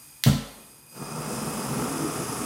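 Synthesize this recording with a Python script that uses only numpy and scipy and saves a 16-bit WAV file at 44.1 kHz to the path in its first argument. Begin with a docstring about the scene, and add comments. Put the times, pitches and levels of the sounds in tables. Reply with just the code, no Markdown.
"""A hand-held gas torch in a tiled room, heard in mono from one spot. Over quiet room tone, gas hisses
softly through the burner tube. The igniter snaps, and the gas catches with a deep pop that the room
throws back. A small flame idles; near one second the valve is opened: the jet hisses hard, the tube's
breathy note swells and the turbulent flame roars, higher and hollower as the torch swings down."""
import sys
import numpy as np
from scipy import signal
from scipy.fft import rfft, irfft, next_fast_len
from scipy.io import wavfile

SR = 44100
rng = np.random.default_rng(int(sys.argv[2]) if len(sys.argv) > 2 else 0)


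def put_to_file(sound):
    """Save the sound as 16-bit audio at rate SR, in the file named by the first command-line argument."""
    columns = np.atleast_2d(sound).T  # one column per channel
    safe = np.clip(columns, -1, 1)
    whole_steps = np.round(safe * 32767)
    wavfile.write(sys.argv[1], SR, whole_steps.astype(np.int16))


N = 108045
T = np.arange(N) / SR
VALVE_OPEN_S = .92
FLUTTER_HZ = 68.5  # top rate of the turbulence in jet and flame


def amp(db):
    """Decibels to gain."""
    return 10 ** (np.asarray(db) / 20)


def unit(x):
    """Scales to rms 1."""
    return x / np.sqrt(np.mean(x ** 2) + 1e-20)


def curve(points):
    """A control curve at every sample."""
    return np.interp(T, *np.transpose(points))


def read(points, hz):
    """Reads a table on a log-frequency axis."""
    f, value = np.transpose(points)
    return np.interp(np.log(hz + 1), np.log(f + 1), value)


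def noise(spectrum, peaks=()):
    """Noise at rms 1 with a broad colour and resonances on top."""
    size = next_fast_len(N, True)
    hz = np.fft.rfftfreq(size, 1 / SR)
    power = amp(read(spectrum, hz)) ** 2
    for centre, width, db in peaks:
        power += amp(db) ** 2 / (1 + 2 * ((hz - centre) / width) ** 2) ** 2
    return unit(irfft(rfft(rng.standard_normal(size)) * np.sqrt(power), size)[:N])


def narrow(hz, half_width_hz):
    """Noise in one resonance, steady or moving."""
    band = 1 / (1 + (np.fft.fftfreq(N, 1 / SR) / half_width_hz) ** 4)
    swirl = np.fft.ifft(band * (rng.standard_normal(N) + 1j * rng.standard_normal(N)))
    phase = 2 * np.pi * np.cumsum(hz * np.ones(N)) / SR
    return unit((swirl * np.exp(1j * phase)).real)


def flutter(depth_db):
    """Turbulence: a random swing of level in dB, with the given rms depth."""
    hz = np.fft.rfftfreq(2 * N, 1 / SR)
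    band = hz / (hz + 10) / (1 + (hz / FLUTTER_HZ) ** 2)
    return depth_db * unit(irfft(rfft(rng.standard_normal(2 * N)) * band)[:N])


def blend(a, b, start_s, length_s):
    """Passes from one noise to another at constant power."""
    share = np.clip((T - start_s) / length_s, 0, 1)
    return a * np.sqrt(1 - share) + b * np.sqrt(share)


def burst(start_s, rise_s, hold_s, t60_s):
    """Envelope: rise, hold, decay."""
    t = T - start_s
    return np.clip(t / rise_s, 0, 1) * np.exp(-np.log(1000) * np.maximum(t - hold_s, 0) / t60_s)


def room(x):
    """Dense reflections off the tiles, each band dying at its own speed; little bass returns."""
    # reverberation of the room (frequency [Hz], t60 [s])
    decay_times = [(100, 0.77), (300, 0.71), (1000, 0.86), (2200, 0.77), (3600, 0.73), (6000, 0.64),
                   (11000, 0.5), (16000, 0.27)]
    hz, t, bands = signal.stft(rng.standard_normal(SR), SR, nperseg=256)
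    bands = bands * np.exp(-np.log(1000) * t / read(decay_times, hz)[:, None])
    tail = signal.istft(bands, SR)[1][:SR]
    tail *= np.arange(SR) / SR > .004  # reaches the microphone 4 ms after the direct sound
    tail = signal.lfilter(*signal.butter(1, 232, "highpass", fs=SR), tail)
    return signal.fftconvolve(x, tail / np.linalg.norm(tail))[:N]


def room_tone():
    """The quiet air of the room, steady under everything."""
    # colour of the air (frequency [Hz], relative level [dB])
    air = [(25, -14), (55, 5), (95, -5), (140, 10.5), (200, -21), (280, 1), (400, -7), (700, -11.5),
           (900, -3.5), (1500, -11), (4000, -29)]
    return amp(-60.5) * noise(air)


def jet():
    """Gas hisses through the burner tube, whose resonances shift as the valve opens and the nozzle turns."""
    # hiss with the valve nearly shut, with a bright band near 13.3 kHz above it, and wide open (frequency [Hz],
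    # relative level [dB])
    soft_hiss = [(300, -40), (1500, -15), (2200, -11), (4000, -14), (6000, -12), (9800, -22), (11500, -27),
                 (13300, -3), (15000, -13), (16000, -32)]
    full_hiss = [(300, -0.5), (1500, -3.5), (2100, -8), (3000, -9), (4300, -14.5), (5600, -4.5),
                 (8000, -5.5), (9600, -9), (11500, -12), (13500, -11.5), (16000, -19)]
    # tube resonances at low and full flow (frequency [Hz], width [Hz], relative level [dB])
    soft_tube = [(6730, 690, -5.5), (8250, 280, 0.5), (8750, 490, 1), (10480, 260, 2), (10950, 280, 2.5),
                 (12400, 500, -0.5)]
    full_tube = [(2570, 240, -7), (5040, 390, -4.5), (9000, 380, -7), (10400, 360, -7), (12500, 600, -8),
                 (14350, 300, -17)]
    # two bright resonances (frequency [Hz], half width [Hz], level against hiss [dB], tilt share [ratio])
    whistles = [(8680, 340, -7.5, 1), (10560, 390, -6, -0.53)]
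    # they trade strength as the nozzle turns (time [s], tilt toward the lower one [dB])
    tilt = [(1.0, 5), (1.2, 1.5), (1.39, 3), (1.55, 0.5), (1.77, -5), (1.95, 0.5), (2.13, -1), (2.34, -2.5),
            (2.45, 3)]
    # hiss of the gas flow (time [s], level [dB])
    flow = [(0, -48), (.2, -51.5), (.6, -51.5), (.88, -55), (.93, -48.5), (1.0, -47), (1.15, -44),
            (1.35, -39.5), (1.55, -40), (1.8, -39), (1.95, -38.5), (2.45, -37.5)]
    full = noise(full_hiss, full_tube)
    for hz, half_width, db, share in whistles:
        full += amp(db + share * curve(tilt)) * narrow(hz, half_width)
    hiss = blend(noise(soft_hiss, soft_tube), full, VALVE_OPEN_S, length_s=.15)
    return hiss * amp(curve(flow) + flutter(depth_db=1))


def tube_note():
    """The burner tube sounds a breathy octave that swells and sharpens with the flow."""
    # swell of the note (time [s], level [dB])
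    swell = [(0, -62), (.2, -65), (.6, -63.5), (.85, -64.5), (.95, -55.5), (1.06, -52), (1.35, -52),
             (1.75, -54), (2.15, -53.5), (2.45, -53.5)]
    # partials at low flow (frequency [Hz], half width [Hz], relative level [dB])
    partials = [(2485, 78, -3), (4887, 140, 0)]
    sharpen = 1 + .022 * np.clip((T - VALVE_OPEN_S) / .4, 0, 1)
    note = sum(amp(db) * narrow(hz * sharpen, half_width) for hz, half_width, db in partials)
    return amp(curve(swell)) * note


def igniter():
    """The spring hammer snaps and rings briefly; floor and door answer first, then the room."""
    # colour of the snap (frequency [Hz], relative level [dB])
    spectrum = [(200, -51.5), (650, -30), (950, -9), (1400, -15), (2000, -7), (3200, -4), (4200, -3.5),
                (5500, -8), (10000, -13.5), (12500, -13), (14500, -9.5), (16500, -7)]
    # modes of the igniter (frequency [Hz], level [dB], t60 [s])
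    modes = [(2010, -28, 0.017), (4200, -15, .005)]
    # first reflections at the microphone (delay [s], level against the snap [dB])
    echoes = [(.0024, -18), (.0052, -34), (.0066, -32), (.0138, -20), (0.0166, -12.5)]
    start_s, rise_s, hold_s = .2378, .000096, .00045
    rattle = rfft(rng.standard_normal(N) * burst(start_s, rise_s, hold_s, t60_s=.0053))
    whitened = rattle / (abs(rattle) + 1e-12)
    colour = amp(read(spectrum, np.fft.rfftfreq(N, 1 / SR)))
    onset = np.clip((T - start_s) / rise_s + 1, 0, 1)
    snap = amp(-44.5) * unit(irfft(whitened * colour, N) * onset)
    ring = sum(amp(db) * burst(start_s, rise_s, hold_s, t60) * np.sin(2 * np.pi * hz * (T - start_s))
               for hz, db, t60 in modes)
    early = sum(amp(db) * np.interp(T - round(delay * SR) / SR, T, snap) for delay, db in echoes)
    low_cut = signal.butter(4, 740, "highpass", fs=SR, output="sos")
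    return signal.sosfilt(low_cut, snap + ring + early + amp(.5) * room(snap))


def pop():
    """The gathered gas catches at once: a low boom, a short puff, and a flare as the surplus burns off."""
    # low modes of burner and room (frequency [Hz], relative level [dB], t60 [s])
    modes = [(48.5, -17.5, 0.55), (83.5, -13, 0.28), (138.6, -1.5, 0.28), (157.7, -8.5, 0.15),
             (194.3, -10.5, 0.33), (219.6, -2.5, 0.17), (269.7, -21, 0.58)]
    # burning gas in the puff and in the low flare (frequency [Hz], relative level [dB])
    puff_colour = [(40, -12), (130, -7), (230, 2), (330, -15.5), (440, -8), (580, -3), (720, -13.5),
                   (850, -14.5), (1500, -17), (2300, -31.5), (4000, -25), (9000, -27.5), (16000, -41)]
    flare_colour = [(60, -15), (120, -6), (180, -0.5), (240, 1), (285, -10), (340, -18), (1000, -44)]
    start_s, rise_s, boom_db = .2615, .0066, -7.5
    t = np.maximum(T - start_s, 0)
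    boom = sum(amp(boom_db + db) * burst(start_s, rise_s, rise_s, t60) * -np.sin(2 * np.pi * hz * t)
               for hz, db, t60 in modes)
    puff = amp(-24.5) * noise(puff_colour) * burst(start_s, rise_s=.0026, hold_s=.027, t60_s=.11)
    flare = amp(-30) * noise(flare_colour) * burst(start_s, rise_s, hold_s=.11, t60_s=.11)
    return boom + puff + flare + amp(-3.5) * room(puff)


def flame():
    """The turbulent flame: a faint rush when idle, a fluttering roar with surging bass at full flow."""
    # roar with the torch held high and swung down (frequency [Hz], relative level [dB])
    held_high = [(25, -43), (48, -9.5), (95, -39.5), (135, 5.5), (185, -8), (220, 2), (265, -11.5),
                 (350, -10), (420, -11.5), (520, -13), (720, -15), (830, -13.5), (1000, -17), (1320, -13.5),
                 (1550, -27), (2400, -32), (6000, -37)]  # bumps near 135 and 220 Hz boom like the pop
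    swung_down = [(25, -32), (48, -16), (95, -12.5), (140, 4.5), (185, -10.5), (230, 2), (315, -6),
                  (355, -14.5), (425, 1), (520, -12.5), (720, -10), (1000, -13.5), (1260, -5.5),
                  (1550, -22), (2400, -27), (6000, -37)]
    # strength of the flame (time [s], level [dB])
    strength = [(0, -60.5), (.2, -75), (.55, -52.5), (.8, -63.5), (.91, -58), (.97, -41), (1.03, -36),
                (1.12, -36), (1.24, -32), (1.32, -33), (1.55, -31.5), (1.78, -29), (1.83, -28.5),
                (1.89, -31), (2.04, -33.5), (2.11, -33), (2.2, -33.5), (2.45, -34.5)]
    # surges of the bass (time [s], level against the rest of the roar [dB])
    surges = [(.95, 0.5), (1.03, 3.5), (1.09, -2.5), (1.2, 2), (1.235, -11), (1.27, 3), (1.4, 1),
              (1.55, -4), (1.68, 1), (1.74, -1), (1.82, 4), (1.94, -6.5), (2.03, 5), (2.12, -3),
              (2.17, 1.5), (2.45, 1.5)]
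    roar = blend(noise(held_high), noise(swung_down), start_s=1.736, length_s=.3)
    bass = signal.sosfiltfilt(signal.butter(4, 370, fs=SR, output="sos"), roar)
    surging = roar - bass + bass * amp(curve(surges))
    return surging * amp(curve(strength) + flutter(depth_db=1.52))


def hollow_note():
    """A narrow band of the roar that climbs and sinks as the flame nears a tray."""
    # path of the note as the torch swings down (time [s], centre [Hz], level [dB])
    path = [(1.449, 244.2, -42), (1.701, 260, -45), (1.83, 274.5, -38.5), (1.948, 311.7, -37),
            (2.06, 317.2, -33), (2.131, 302.9, -45), (2.191, 379.7, -38), (2.281, 287.4, -40),
            (2.45, 270, -36)]
    times, hz, db = np.transpose(path)
    note = narrow(np.interp(T, times, hz), half_width_hz=54)
    return note * amp(np.interp(T, times, db)) * (T > times[0])


def scene():
    """Torch and room at one microphone, the same on both channels."""
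    direct = jet() + tube_note() + flame()
    wet = amp(-4)  # reflections against the direct sound
    torch = (direct + wet * room(direct)) / np.hypot(1, wet)
    mono = torch + hollow_note() + igniter() + pop() + room_tone()
    return np.array([mono, mono])


def record(dry):
    """The recorder's low cut and band limit."""
    low_cut_hz, top_hz = 51, 15900
    thinned = signal.sosfilt(signal.butter(4, low_cut_hz, "highpass", fs=SR, output="sos"), dry)
    taps = signal.firwin(511, top_hz, window=("kaiser", 9), fs=SR)
    return signal.oaconvolve(thinned, taps[None], "same")


dry = scene()
out = record(dry)
put_to_file(out)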